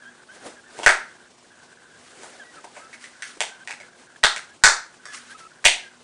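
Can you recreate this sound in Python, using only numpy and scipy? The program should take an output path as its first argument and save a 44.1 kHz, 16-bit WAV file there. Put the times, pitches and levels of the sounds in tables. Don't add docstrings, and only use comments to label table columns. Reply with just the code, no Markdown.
import sys
import numpy as np
from scipy import signal
from scipy.io import wavfile

SR = 44100
rng = np.random.default_rng(int(sys.argv[2]) if len(sys.argv) > 2 else 0)


def int16_out(signal):
    q = np.round(np.clip(np.atleast_2d(signal).T, -1, 1) * 32767)
    wavfile.write(sys.argv[1], SR, q.astype(np.int16))


N = 266187

# f/Hz, level/dB per Hz
HISS_COLOUR = [(18, -42.5), (30, -18), (190, -1), (236, -3), (287, -1.5), (1170, -3), (1530, -13),
               (1960, -9), (9960, -13), (12900, -29.5), (21900, -120)]
# f/Hz, mean level/dB rms
MAINS_PARTIALS = [(242.2, -68.5), (360.7, -70.5)]
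# t/s, length/s, first f/Hz, last f/Hz, level/dB before throb and flutter
CLEAR_CHIRPS = [(.008, 0.038, 1755, 1580, -48), (0.568, 0.04, 1640, 1630, -50.5),
                (0.657, 0.038, 1710, 1790, -49), (1.503, 0.043, 1710, 1650, -52),
                (0.054, 0.042, 1533, 1680, -41), (0.29, 0.042, 1503, 1646, -43),
                (2.397, 0.041, 1695, 1543, -40), (2.429, .1, 1935, 1906, -51),
                (2.536, 0.017, 1404, 1570, -46), (2.561, 0.037, 1380, 1205, -43.5),
                (2.796, 0.087, 1274, 1315, -46.5), (3.486, 0.085, 1530, 1550, -46.5),
                (3.607, 0.03, 1555, 1560, -43), (4.16, 0.0055, 1660, 1630, -40),
                (5.078, 0.064, 1755, 1630, -42), (5.297, 0.04, 1575, 1660, -41),
                (5.343, 0.027, 1270, 1330, -43), (5.402, 0.073, 1328, 1303, -44),
                (5.831, 0.059, 1645, 1565, -44.5)]
# t of most pressure/s, dull level/dB, bright level/dB, fade by a factor e/s
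STROKES = [(.35, -51, -50.5, 0.1), (.464, -38.5, -41.5, 0.058), (0.796, -43.5, -41.5, 0.12),
           (.84, -41, -30, 0.016), (2.05, -56.5, -51.5, 0.14), (2.228, -47.5, -45.5, 0.16),
           (2.38, -58, -57, 0.16), (2.57, -52.5, -51, 0.1), (2.646, -45.5, -45, 0.016),
           (2.775, -56, -48.5, 0.13), (2.941, -63, -48, 0.051), (3.044, -58, -43, 0.068),
           (3.272, -59, -41.5, 0.08), (3.373, -44.5, -53, 0.01), (3.99, -53.5, -52.5, 0.043),
           (5.148, -58.5, -35, 0.063), (5.306, -72, -44.5, 0.042), (5.397, -61, -45.5, 0.049)]
# f/Hz, level/dB per Hz
DULL_COLOUR = [(90, -21), (200, -6.5), (350, -0.5), (700, -2.5), (1200, -13), (2200, -22)]
# f/Hz, level/dB per Hz
BRIGHT_COLOUR = [(700, -31), (1300, 2), (2000, 1), (3000, -4.5), (5000, -3.5), (8000, -6), (10500, -7.5)]
# f/Hz, T60/s
RESONANCES = [(400, 0.0097), (620, 0.012), (860, 0.0085), (1500, 0.0053), (2050, 0.0035), (2800, 0.0023),
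              (3750, 0.0019), (5300, 0.00082), (8000, 0.00058)]
USUAL_DRIVE_DB = [-31.5, -27, -20.5, -15.5, -15.5, -19, -15.5, -13.5, -10.5]
# t/s, strength/dB, rattle/dB, favoured f/Hz,
# brightness/dB per octave, thud/dB, knock/dB
CLACKS = [(0.788, -26, -11, 400, 2, 14.5, -0.5), (0.831, -19, -6.5, 2800, 0, 6.5, -8),
          (0.861, 5.5, -13, 2050, -0.5, 3.5, 5.5), (0.89, -7, -5.5, 2050, 1, 7, 1.5),
          (2.232, -32.5, -16.5, 8000, 1.5, 11, 4.5), (2.641, -43, -11, 860, -8, 16, 0),
          (2.763, -36.5, 1, 2050, -7, 10, -4), (2.928, -40, 12, 2150, -4, -5, -10),
          (3.039, -33.5, 3, 2050, -0.5, -16, -14), (3.221, -19.5, -4.5, 2200, 0.5, -17.5, -3),
          (3.404, -7, -10, 2800, 2, 0.5, -5.5), (3.673, -18.5, -20.5, 2300, -0.5, -5.5, -6),
          (3.695, -26.5, -8, 5300, -2.5, 5.5, 1), (3.707, -18.5, -14, 2050, 0, -11, -24),
          (3.8, -31, -7, 2050, -0.5, -2, -22), (4.231, -15.5, 0.5, 2050, -4, 4.5, 8),
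          (4.236, 5, -16, 3750, 0, -3.5, 4), (4.361, -17, -18.5, 2050, 2.5, -4, -1.5),
          (4.636, 6, -6.5, 5300, 1.5, -6.5, 2.5), (4.656, -4, -15, 5300, 4.5, 3.5, 9.5),
          (4.666, -5.5, -11.5, 5300, -4, 2, 10.5), (4.684, -10, -4, 5300, 1.5, -1, 2.5),
          (5.053, -33.5, -1.5, 5300, 2, 0.5, 8.5), (5.641, -17, -4, 2050, -0.5, -1, 5),
          (5.648, -18.5, 0, 5300, 5.5, 6, -5), (5.652, 10.5, -18.5, 2800, 0, -6.5, -21)]
# delay/s, level/dB re direct sound
WALL_ECHOES = [(.0085, -5), (.018, -7.5), (0.028, -20.5)]
# f/Hz, T60/s
TAIL_DECAY = [(150, 0.18), (500, 0.29), (1400, 0.36), (2500, 0.3), (5000, 0.32), (9000, 0.26)]

HISS_RMS_DB = -53.5
MAINS_HZ = 60
WHIR_HZ, WHIR_WIDTH_HZ = 1540, 330
WHIR_RMS_DB = -57.5
OCTAVE_DB = -16
FAINT_CHIRPS = 14
FAINT_MEDIAN_S, FAINT_MEAN_HZ, FAINT_HZ_SPREAD = 0.032, 1620, 0.044
FAINT_TOP_DB, FAINT_SPREAD_DB = -48.5, 7.5
RISE_PER_FADE = 0.51
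RATTLE_FADE_S, RATTLE_TOUCHES_PER_S = 0.0037, 2000
FAVOUR_DB, FAVOUR_OCTAVES = 8, 0.2
THUD_TOP_HZ, KNOCK_TOP_HZ = 1100, 1700
RADIATION_WIDTH = 0.6
KNIFE_GAIN_DB = 11
KNIFE_DELAY_S = 0.001448
ECHO_BLUR_FADE_S = 0.00026
TAIL_DB = -0.5
CUTOFF_HZ, TOP_HZ = 10110, 15800
CEILING = 0.95


def from_db(db):
    return 10 ** (np.asarray(db) / 20)


def rms_one(x):
    return x / np.sqrt(np.mean(x ** 2) + 1e-20)


def at_hz(points, hz):
    f_hz, value = np.array(points).T
    return np.interp(np.log(hz), np.log(f_hz), value)


def drift(rate_hz):
    step, settle = 40, 2000
    r = np.exp(-2 * np.pi * rate_hz * step / SR)
    noise = rng.standard_normal(N // step + settle + 2)
    slow = rms_one(signal.lfilter([1], [1, -2 * r, r * r], noise)[settle:])
    return np.interp(np.arange(N) / step, np.arange(len(slow)), slow)


def resonate(x, hz, width_hz):
    r = np.exp(-np.pi * width_hz / SR)
    zeros = np.array([1, 0, -1]) * (1 - r * r) / 2
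    poles = [1, -2 * r * np.cos(2 * np.pi * hz / SR), r * r]
    return signal.lfilter(zeros, poles, x)


def bands(size):
    edges_hz = 25 * 2 ** np.arange(0, 9.1, 0.5)
    white = rng.standard_normal((2, size))
    for k, (low_hz, high_hz) in enumerate(zip(edges_hz, edges_hz[1:])):
        band_pass = signal.butter(2, [low_hz, high_hz], "band", fs=SR, output="sos")
        yield np.sqrt(low_hz * high_hz), signal.sosfilt(band_pass, white[k % 2])


def coloured(spectrum, patchy_db):
    common, *separate = [drift(26) for _ in range(4)]
    out = np.zeros(N)
    for k, (hz, band) in enumerate(bands(N)):
        flicker_db = patchy_db * (common + separate[k % 3])
        out += from_db(at_hz(spectrum, hz) + flicker_db) * band
    return rms_one(out)


def hiss():
    return from_db(HISS_RMS_DB) * coloured(HISS_COLOUR, patchy_db=1.27)


def hum():
    t_s = np.arange(N) / SR
    out = np.zeros(N)
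    for hz, rms_db in MAINS_PARTIALS:
        level = np.sqrt(2) * from_db(rms_db + 4.4 * drift(5.8))
        out += level * np.sin(2 * np.pi * hz * t_s)
    return out


def faint_chirps():
    t_s = rng.random(FAINT_CHIRPS) * (N / SR - 0.2)
    luck = rng.standard_normal((FAINT_CHIRPS, 4))
    hz = FAINT_MEAN_HZ * (1 + FAINT_HZ_SPREAD * luck[:, :2])
    length_s = FAINT_MEDIAN_S * np.exp(0.6 * luck[:, 2])
    level_db = FAINT_TOP_DB - FAINT_SPREAD_DB * np.abs(luck[:, 3])
    return list(zip(t_s, length_s, hz[:, 0], hz[:, 1], level_db))


def whir():
    noise = rng.standard_normal(N)
    for _ in range(2):
        noise = resonate(noise, WHIR_HZ, WHIR_WIDTH_HZ)
    fits_db = 15 * np.tanh(3.6 * drift(11.0) + 1.4)
    return from_db(WHIR_RMS_DB) * rms_one(noise * from_db(fits_db))


def chirps():
    out = np.zeros(N)
    wobble = 1 + 0.012 * drift(60)
    for t_s, length_s, first_hz, last_hz, level_db in list(CLEAR_CHIRPS) + faint_chirps():
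        at, part = round(t_s * SR), np.linspace(0, 1, round(length_s * SR))
        span = slice(at, at + len(part))
        hz = (first_hz + (last_hz - first_hz) * part) * wobble[span]
        phase = 2 * np.pi * np.cumsum(hz) / SR
        tone = np.sin(phase) + from_db(OCTAVE_DB) * np.sin(2 * phase)
        out[span] += from_db(level_db) * np.sin(np.pi * part) ** 0.1 * tone
    return out


def motor():
    throb = 1 + 0.2 * np.sin(2 * np.pi * MAINS_HZ * np.arange(N) / SR)
    flutter = from_db(2.2 * drift(76))
    return (whir() + chirps()) * throb * flutter


def rubbing():
    t_s, dull_power, bright_power = np.arange(N) / SR, np.zeros(N), np.zeros(N)
    for peak_s, dull_db, bright_db, fade_s in STROKES:
        slope_s = np.where(t_s < peak_s, RISE_PER_FADE * fade_s, fade_s)
        power = np.exp(-2 * np.abs(t_s - peak_s) / slope_s)
        dull_power += power * from_db(2 * dull_db)
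        bright_power += power * from_db(2 * bright_db)
    dull = np.sqrt(dull_power) * coloured(DULL_COLOUR, patchy_db=1.5)
    bright = np.sqrt(bright_power) * coloured(BRIGHT_COLOUR, patchy_db=1.5)
    return dull + bright


def drive_db(favoured_hz, brightness_db_per_octave, thud_db, knock_db):
    hz = np.array(RESONANCES)[:, 0]
    near = np.exp(-0.5 * (np.log2(hz / favoured_hz) / FAVOUR_OCTAVES) ** 2)
    tilt_db = brightness_db_per_octave * np.log2(hz / 2000)
    part_db = np.select([hz < THUD_TOP_HZ, hz < KNOCK_TOP_HZ], [thud_db, knock_db], tilt_db)
    return np.array(USUAL_DRIVE_DB) + FAVOUR_DB * near + part_db


def blow_contacts(age_s):
    rattle = from_db(np.array(CLACKS)[:, 2:3])
    touches = rng.random((len(CLACKS), len(age_s))) < RATTLE_TOUCHES_PER_S / SR
    uneven = touches * rng.standard_normal(touches.shape)
    contacts = rattle * uneven * np.exp(-age_s / RATTLE_FADE_S)
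    contacts[:, 0] = 1
    return contacts


def knife():
    age_s = np.arange(2000) / SR
    pushes = np.zeros((len(RESONANCES), N + len(age_s)))
    for (t_s, strength_db, _, *colour), contact in zip(CLACKS, blow_contacts(age_s)):
        at = round(t_s * SR)
        drive = from_db(strength_db + drive_db(*colour))
        pushes[:, at:at + len(age_s)] += drive[:, None] * contact
    out = np.zeros(N)
    for k, ((hz, t60_s), push) in enumerate(zip(RESONANCES, pushes)):
        r, w = from_db(-60 / (t60_s * SR)), 2 * np.pi * hz / SR
        poles = [1, -2 * r * np.cos(w), r * r]
        ring = signal.lfilter([0, np.sin(w)], poles, push[:N] + 1e-18)
        out += (-1) ** k * resonate(ring, hz, RADIATION_WIDTH * hz)
    return from_db(KNIFE_GAIN_DB) * out


def room(x):
    age_s = np.arange(SR // 2) / SR
    lumps = from_db(4 * drift(200)[:len(age_s)] * np.exp(-age_s / 0.06))
    tail = np.zeros(len(age_s))
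    for hz, band in bands(len(age_s)):
        tail += band * from_db(-60 * age_s / at_hz(TAIL_DECAY, hz))
    tail *= lumps * (1 - np.exp(-age_s / 0.0013))
    response = from_db(TAIL_DB) * tail / np.sqrt(np.sum(tail ** 2))
    response[0] += 1
    for delay_s, level_db in WALL_ECHOES:
        blur = 1.2 * rng.standard_normal(200) * np.exp(-age_s[:200] / ECHO_BLUR_FADE_S)
        blur[0] = 1
        at = round(delay_s * SR)
        response[at:at + 200] += from_db(level_db) * blur / np.sqrt(np.sum(blur ** 2))
    silence = np.zeros(round(KNIFE_DELAY_S * SR))
    return np.r_[silence, signal.fftconvolve(x, response)][:N]


def scene():
    return (hiss() + hum() + motor() + rubbing() + room(knife()))[None]


def record(dry):
    bent = 0.92 * np.tanh(dry / 0.96)
    shift_band = signal.butter(1, [5, 45], "band", fs=SR, output="sos")
    shift = signal.sosfilt(shift_band, bent ** 2)
    band_limit = signal.ellip(10, 0.5, 70, CUTOFF_HZ, fs=SR, output="sos")
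    narrow = signal.sosfilt(band_limit, bent + 0.31 * shift)
    clipped = np.clip(narrow, -CEILING, CEILING)
    return signal.sosfilt(signal.cheby2(14, 95, TOP_HZ, fs=SR, output="sos"), clipped)


dry = scene()
out = record(dry)
int16_out(out)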